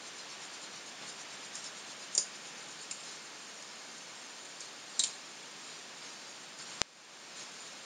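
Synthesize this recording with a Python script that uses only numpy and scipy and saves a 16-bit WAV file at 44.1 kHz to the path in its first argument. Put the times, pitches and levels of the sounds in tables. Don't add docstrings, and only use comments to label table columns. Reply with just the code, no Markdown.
import sys
import numpy as np
from scipy import signal
from scipy.fft import rfft, irfft, next_fast_len
from scipy.io import wavfile
from scipy.ndimage import uniform_filter1d

SR = 44100
rng = np.random.default_rng(int(sys.argv[2]) if len(sys.argv) > 2 else 0)


def persist_wave(psi):
    counts = np.round(np.clip(psi, -1, 1) * 32767).astype(np.int16)
    wavfile.write(sys.argv[1], SR, np.atleast_2d(counts).T)


N = 346185
TIME = np.arange(N) / SR
MIC_RATE_HZ = 16000

# (time [s], edge level [dB], edge frequency [Hz],
# contact time [ms], snap level [dB], body lag [ms], body level [dB], body frequency [Hz],
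# body spread [Hz], rebound lag [ms], rebound level [dB], palm thud level [dB])
HANDLE_IMPACTS = [(2.1500, -26.5, 7400, .7, -52, 2.2, -46, 5500, 600, 2.6, -28.5, -62),
                  (2.1779, -18.5, 6550, 1.06, -44, 0.68, -22.5, 4860, 180, 4.8, -25, -37.5),
                  (2.911, -32, 7430, 1.6, -36, 1.43, -40.5, 2520, 120, 14, -41, -54),
                  (4.9940, -14, 7530, 0.57, -28, 3.6, -22, 4060, 160, 8, -28, -59),
                  (5.0362, -21.5, 7540, 1, -32, 2.3, -26, 3830, 650, 6, -28.5, -47)]
def clacks():
    out = np.zeros(N)
    for (s, edge_db, edge_hz, contact_ms, snap_db, lag_ms, body_db, body_hz, body_spread_hz,
         rebound_ms, rebound_db, thud_db) in HANDLE_IMPACTS:
        body_s, rebound_s = s + lag_ms / 1000, s + rebound_ms / 1000
        add(out, s, impact(edge_db, edge_hz, spread_hz=490, contact_ms=contact_ms))
        add(out, s, impact(snap_db, hz=4950, spread_hz=690, contact_ms=0.85))
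        add(out, body_s, impact(body_db, body_hz, body_spread_hz, contact_ms=0.97))
        add(out, body_s, impact(thud_db, hz=400, spread_hz=520, contact_ms=0.77))
        add(out, rebound_s, impact(rebound_db, hz=6410, spread_hz=810, contact_ms=1))
        add(out, rebound_s, impact(body_db - 8, body_hz, body_spread_hz, contact_ms=0.97))
    return out


# (time [s], level [dB])
HANDLE_TAPS = [(1.5524, -35.5), (1.566, -40), (1.642, -41), (3.624, -43), (3.9808, -45), (4.4534, -45.5),
               (4.605, -37), (6.588, -43.5), (7.3947, -45)]
def taps():
    out = np.zeros(N)
    for s, db in HANDLE_TAPS:
        add(out, s, impact(db, hz=6950, spread_hz=900, contact_ms=1.2))
    return out


def impact(db, hz, spread_hz, contact_ms, crack_db=-1, ring_db=-11, skirt_db=-28, skirt_knee_hz=2600):
    def excitation(f):
        band = np.exp(-0.5 * ((f - hz) / spread_hz) ** 2)
        return band + gain_of(skirt_db) * np.clip(f / skirt_knee_hz, 0.5, 1)
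    t = np.arange(SR // 18) / SR
    contact = t * 1000 / contact_ms
    force = contact * np.exp(1 - contact)
    white = rng.standard_normal(len(t))
    crack = force * filtered(white, lambda f: 20 * np.log10(excitation(f) * (f < MIC_RATE_HZ / 2) + 1e-6))
    crack *= np.linalg.norm(force) / np.linalg.norm(crack)
    ring = steel_ring(excitation, t) * (1 - np.exp(-contact))
    return gain_of(db) * (gain_of(crack_db) * crack + gain_of(ring_db) * ring)


# (frequency [Hz], relative level [dB], 60 dB decay time [s])
STEEL_MODES = [(2670, -6, .04), (2930, -8, 0.036), (3350, -11, .02), (3820, 14, 0.041), (3600, 19, 0.019),
               (4330, 5, 0.022), (4300, -13, .02), (4540, -16, .012), (4730, 7, .014), (4900, -3, 0.023),
               (5700, 0, .025), (5600, 13, 0.046), (6330, -3, 0.042), (6320, -3, .028), (6650, -16, .025),
               (6740, -8, 0.021), (7070, -20, .03), (7450, 5, 0.026), (7650, 2, 0.022)]
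def steel_ring(excitation, t):
    hz, db, t60 = np.transpose(STEEL_MODES)[:, :, None]
    amplitude = gain_of(db) * excitation(hz)
    modes = amplitude * gain_of(-60 * t / t60) * np.sin(2 * np.pi * (hz * t + rng.random(hz.shape)))
    end_fade = 1 - (t / t[-1]) ** 2
    return modes.sum(0) * end_fade / np.linalg.norm(amplitude)


# (first swing [s], last swing [s], relative rattle level [dB], relative sleeve level [dB])
SWING_RUNS = [(0.073, 0.554, -49.5, -54), (.638, 0.884, -50.5, -58), (1.086, 1.448, -50, -53.5),
              (1.664, 2.145, -48.5, -55.5), (2.357, 2.826, -51, -56)]
# (mid time [s], duration [s], relative rattle level [dB], relative sleeve level [dB])
WRIST_ROLLS = [(1.037, .06, -56, -51), (1.097, .04, -50, -62), (1.572, 0.047, -46.5, -55),
               (1.66, 0.048, -48, -51.5), (3.098, 0.12, -49, -57), (3.95, 1.9, -58, -72),
               (4.625, 0.044, -50.5, -56), (5.06, 0.16, -51.5, -55), (5.71, .15, -53, -57),
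               (6.06, 0.081, -52.5, -52), (6.275, 0.25, -56.5, -73), (6.612, 0.031, -49.5, -54),
               (6.726, 0.11, -50.5, -52.5), (7.406, 0.059, -47, -54), (7.65, 0.17, -53.5, -64)]
def hand_motion(swing_period_s=0.122, swing_length_s=0.037):
    pivot, arm = [], []
    for first, last, rattle_db, sleeve_db in SWING_RUNS:
        count = round((last - first) / swing_period_s) + 1
        pivot += [(s, rattle_db, swing_length_s) for s in np.linspace(first, last, count)]
        arm.append(((first + last) / 2, sleeve_db, last - first + swing_period_s))
    for s, length_s, rattle_db, sleeve_db in WRIST_ROLLS:
        pivot.append((s, rattle_db, length_s))
        arm.append((s, sleeve_db, length_s))
    return swells(pivot), swells(arm)


# (frequency [Hz], relative level [dB])
RATTLE_SPECTRUM = [(0, -30), (2500, -15), (3900, 6), (4120, 2), (4600, 0), (6000, 0), (7200, 2)]
def rattle(pivot_motion, pings_per_s=420, low_hz=4080, high_hz=7600, scatter_db=3.5,
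           t60=0.17, rise_s=0.0067, scrape_db=-7, trim_db=-0.7, idle_db=-61):
    t = np.arange(SR // 14) / SR
    envelope = gain_of(-60 * t / t60) * (1 - np.exp(-t / rise_s)) * (1 - (t / t[-1]) ** 4)
    pings = np.zeros(N)
    for k, (jitter, pitch, rank) in enumerate(rng.random((int(pings_per_s * N / SR), 3))):
        hz = low_hz + pitch * (high_hz - low_hz)
        amplitude = gain_of(-scatter_db * np.log(rank + 0.028))
        add(pings, (k + jitter) / pings_per_s, amplitude * envelope * np.sin(2 * np.pi * hz * t))
    scrape = gain_of(scrape_db) * noise(RATTLE_SPECTRUM)
    texture = unit_rms(filtered(unit_rms(pings) + scrape, lambda f: curve(RATTLE_SPECTRUM, f)))
    return texture * np.hypot(gain_of(trim_db) * pivot_motion, gain_of(idle_db))


# (frequency [Hz], relative spectral density [dB])
CLOTH_SPECTRUM = [(0, 3), (170, 0), (600, -0.5), (1800, 0.5), (3500, -0.5), (7500, -20)]
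def sleeve(arm_motion):
    return arm_motion * noise(CLOTH_SPECTRUM)


# (delay [s], relative level [dB])
REFLECTIONS = [(.0031, -25), (.0054, -10), (.0083, -11), (0.0106, -17), (0.0152, -18)]
def bedroom(x, tail_db=-6, t60=0.22, build_s=0.0056, reflection_trim_db=-1):
    t = np.arange(SR // 2) / SR
    tail = rng.standard_normal(len(t)) * gain_of(-60 * t / t60) * (1 - np.exp(-t / build_s))
    response = gain_of(tail_db) * tail / np.linalg.norm(tail)
    response[0] += 1
    for delay_s, db in REFLECTIONS:
        response[round(delay_s * SR)] += gain_of(db + reflection_trim_db)
    return signal.oaconvolve(x, response)[:N]


# (frequency [Hz], relative spectral density [dB])
HISS_SPECTRUM = [(0, 4), (100, -4.5), (200, 0), (600, 0.5), (1800, 0.5), (3500, -1.8), (4300, -2),
                 (5500, -4), (7500, -4.5)]
# (time [s], level [dB])
HISS_DRIFT = [(0, -49.5), (2.8, -49.5), (3.5, -49.5), (4.7, -50), (5.25, -49.5), (6.5, -50), (7.85, -49.5)]
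def hiss():
    return gain_of(curve(HISS_DRIFT, TIME)) * noise(HISS_SPECTRUM)


def pop(at_s=6.81675, area_db=11, decay_ms=0.033, cutoff_hz=7600):
    spike = np.exp(-np.arange(256) * 1000 / SR / decay_ms)
    low_pass = signal.ellip(5, 0.4, 55, cutoff_hz, fs=SR, output="sos")
    out = np.zeros((2, N))
    add(out[0], at_s, gain_of(area_db) * signal.sosfilt(low_pass, spike / spike.sum()))
    return out


def gain_control(x, limit_db=-10, recovery_db_per_s=19):
    excess_db = np.maximum(20 * np.log10(abs(x).max(0) + 1e-9) - limit_db, 0)
    recovery_db = recovery_db_per_s * TIME
    duck_db = np.maximum.accumulate(excess_db + recovery_db) - recovery_db
    attack = SR // 1000
    lagged_db = uniform_filter1d(np.pad(duck_db, (attack, 0))[:N], size=attack)
    return x * gain_of(-lagged_db)


def swells(gestures):
    t = TIME[::64]
    power = sum(gain_of(db) ** 2 * 0.5 ** ((2 * (t - s) / width) ** 2) for s, db, width in gestures)
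    return np.interp(TIME, t, np.sqrt(power))


def noise(spectrum):
    white = rng.standard_normal(N)
    return unit_rms(filtered(white, lambda f: curve(spectrum, f) - 80 * (f > MIC_RATE_HZ / 2)))


def filtered(x, db_at):
    size = next_fast_len(len(x) + 2048)
    response = gain_of(db_at(np.fft.rfftfreq(size, 1 / SR)))
    return irfft(rfft(x, size) * response, size)[:len(x)]


def gain_of(db):
    return 10 ** (np.asarray(db) / 20)


def unit_rms(x):
    return x / np.sqrt(np.mean(x ** 2) + 1e-20)


def curve(points, at):
    return np.interp(at, *np.transpose(points))


def add(mix, s, sound):
    part = mix[round(s * SR):][:len(sound)]
    part += sound[:len(part)]


def scene():
    pivot_motion, arm_motion = hand_motion()
    mono = bedroom(clacks() + taps()) + rattle(pivot_motion) + sleeve(arm_motion) + hiss()
    return np.array([mono, mono])


# (frequency [Hz], gain [dB])
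MIC_RESPONSE = [(0, -23), (80, -27.5), (105, -14.5), (135, -0.5), (190, 0), (7300, 1.5), (7560, -2.5),
                (7680, -12), (8000, -18)]
# (frequency [Hz], gain [dB])
IMAGE_ROLLOFF = [(7500, 0), (8600, -5.5), (9000, -9.5), (9500, -16.5), (10000, -21.5), (11000, -33.5),
                 (12500, -63)]
def record(dry, notch_db=-12, notch_step_hz=2000, notch_width_hz=20, floor_db=-75, cutoff_hz=15800):
    def microphone_db(f):
        nearest_notch_hz = notch_step_hz * np.maximum(np.round(f / notch_step_hz), 1)
        notches_db = notch_db * np.exp(-abs(f - nearest_notch_hz) / notch_width_hz)
        return curve(MIC_RESPONSE, f) + notches_db - 100 * (f > MIC_RATE_HZ / 2)
    narrow = filtered(dry.mean(0), microphone_db)
    mirrored = narrow * (1 + 2 * np.cos(2 * np.pi * MIC_RATE_HZ * TIME))
    smoothed = filtered(mirrored, lambda f: curve(IMAGE_ROLLOFF, f))
    noise_floor = gain_of(floor_db) * rng.standard_normal(N)
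    limited = gain_control(smoothed + noise_floor + pop())
    low_pass = signal.firwin(511, cutoff_hz, window=("kaiser", 9), fs=SR)
    return signal.oaconvolve(limited, low_pass[None], "same", axes=1)


dry = scene()
out = record(dry)
persist_wave(out)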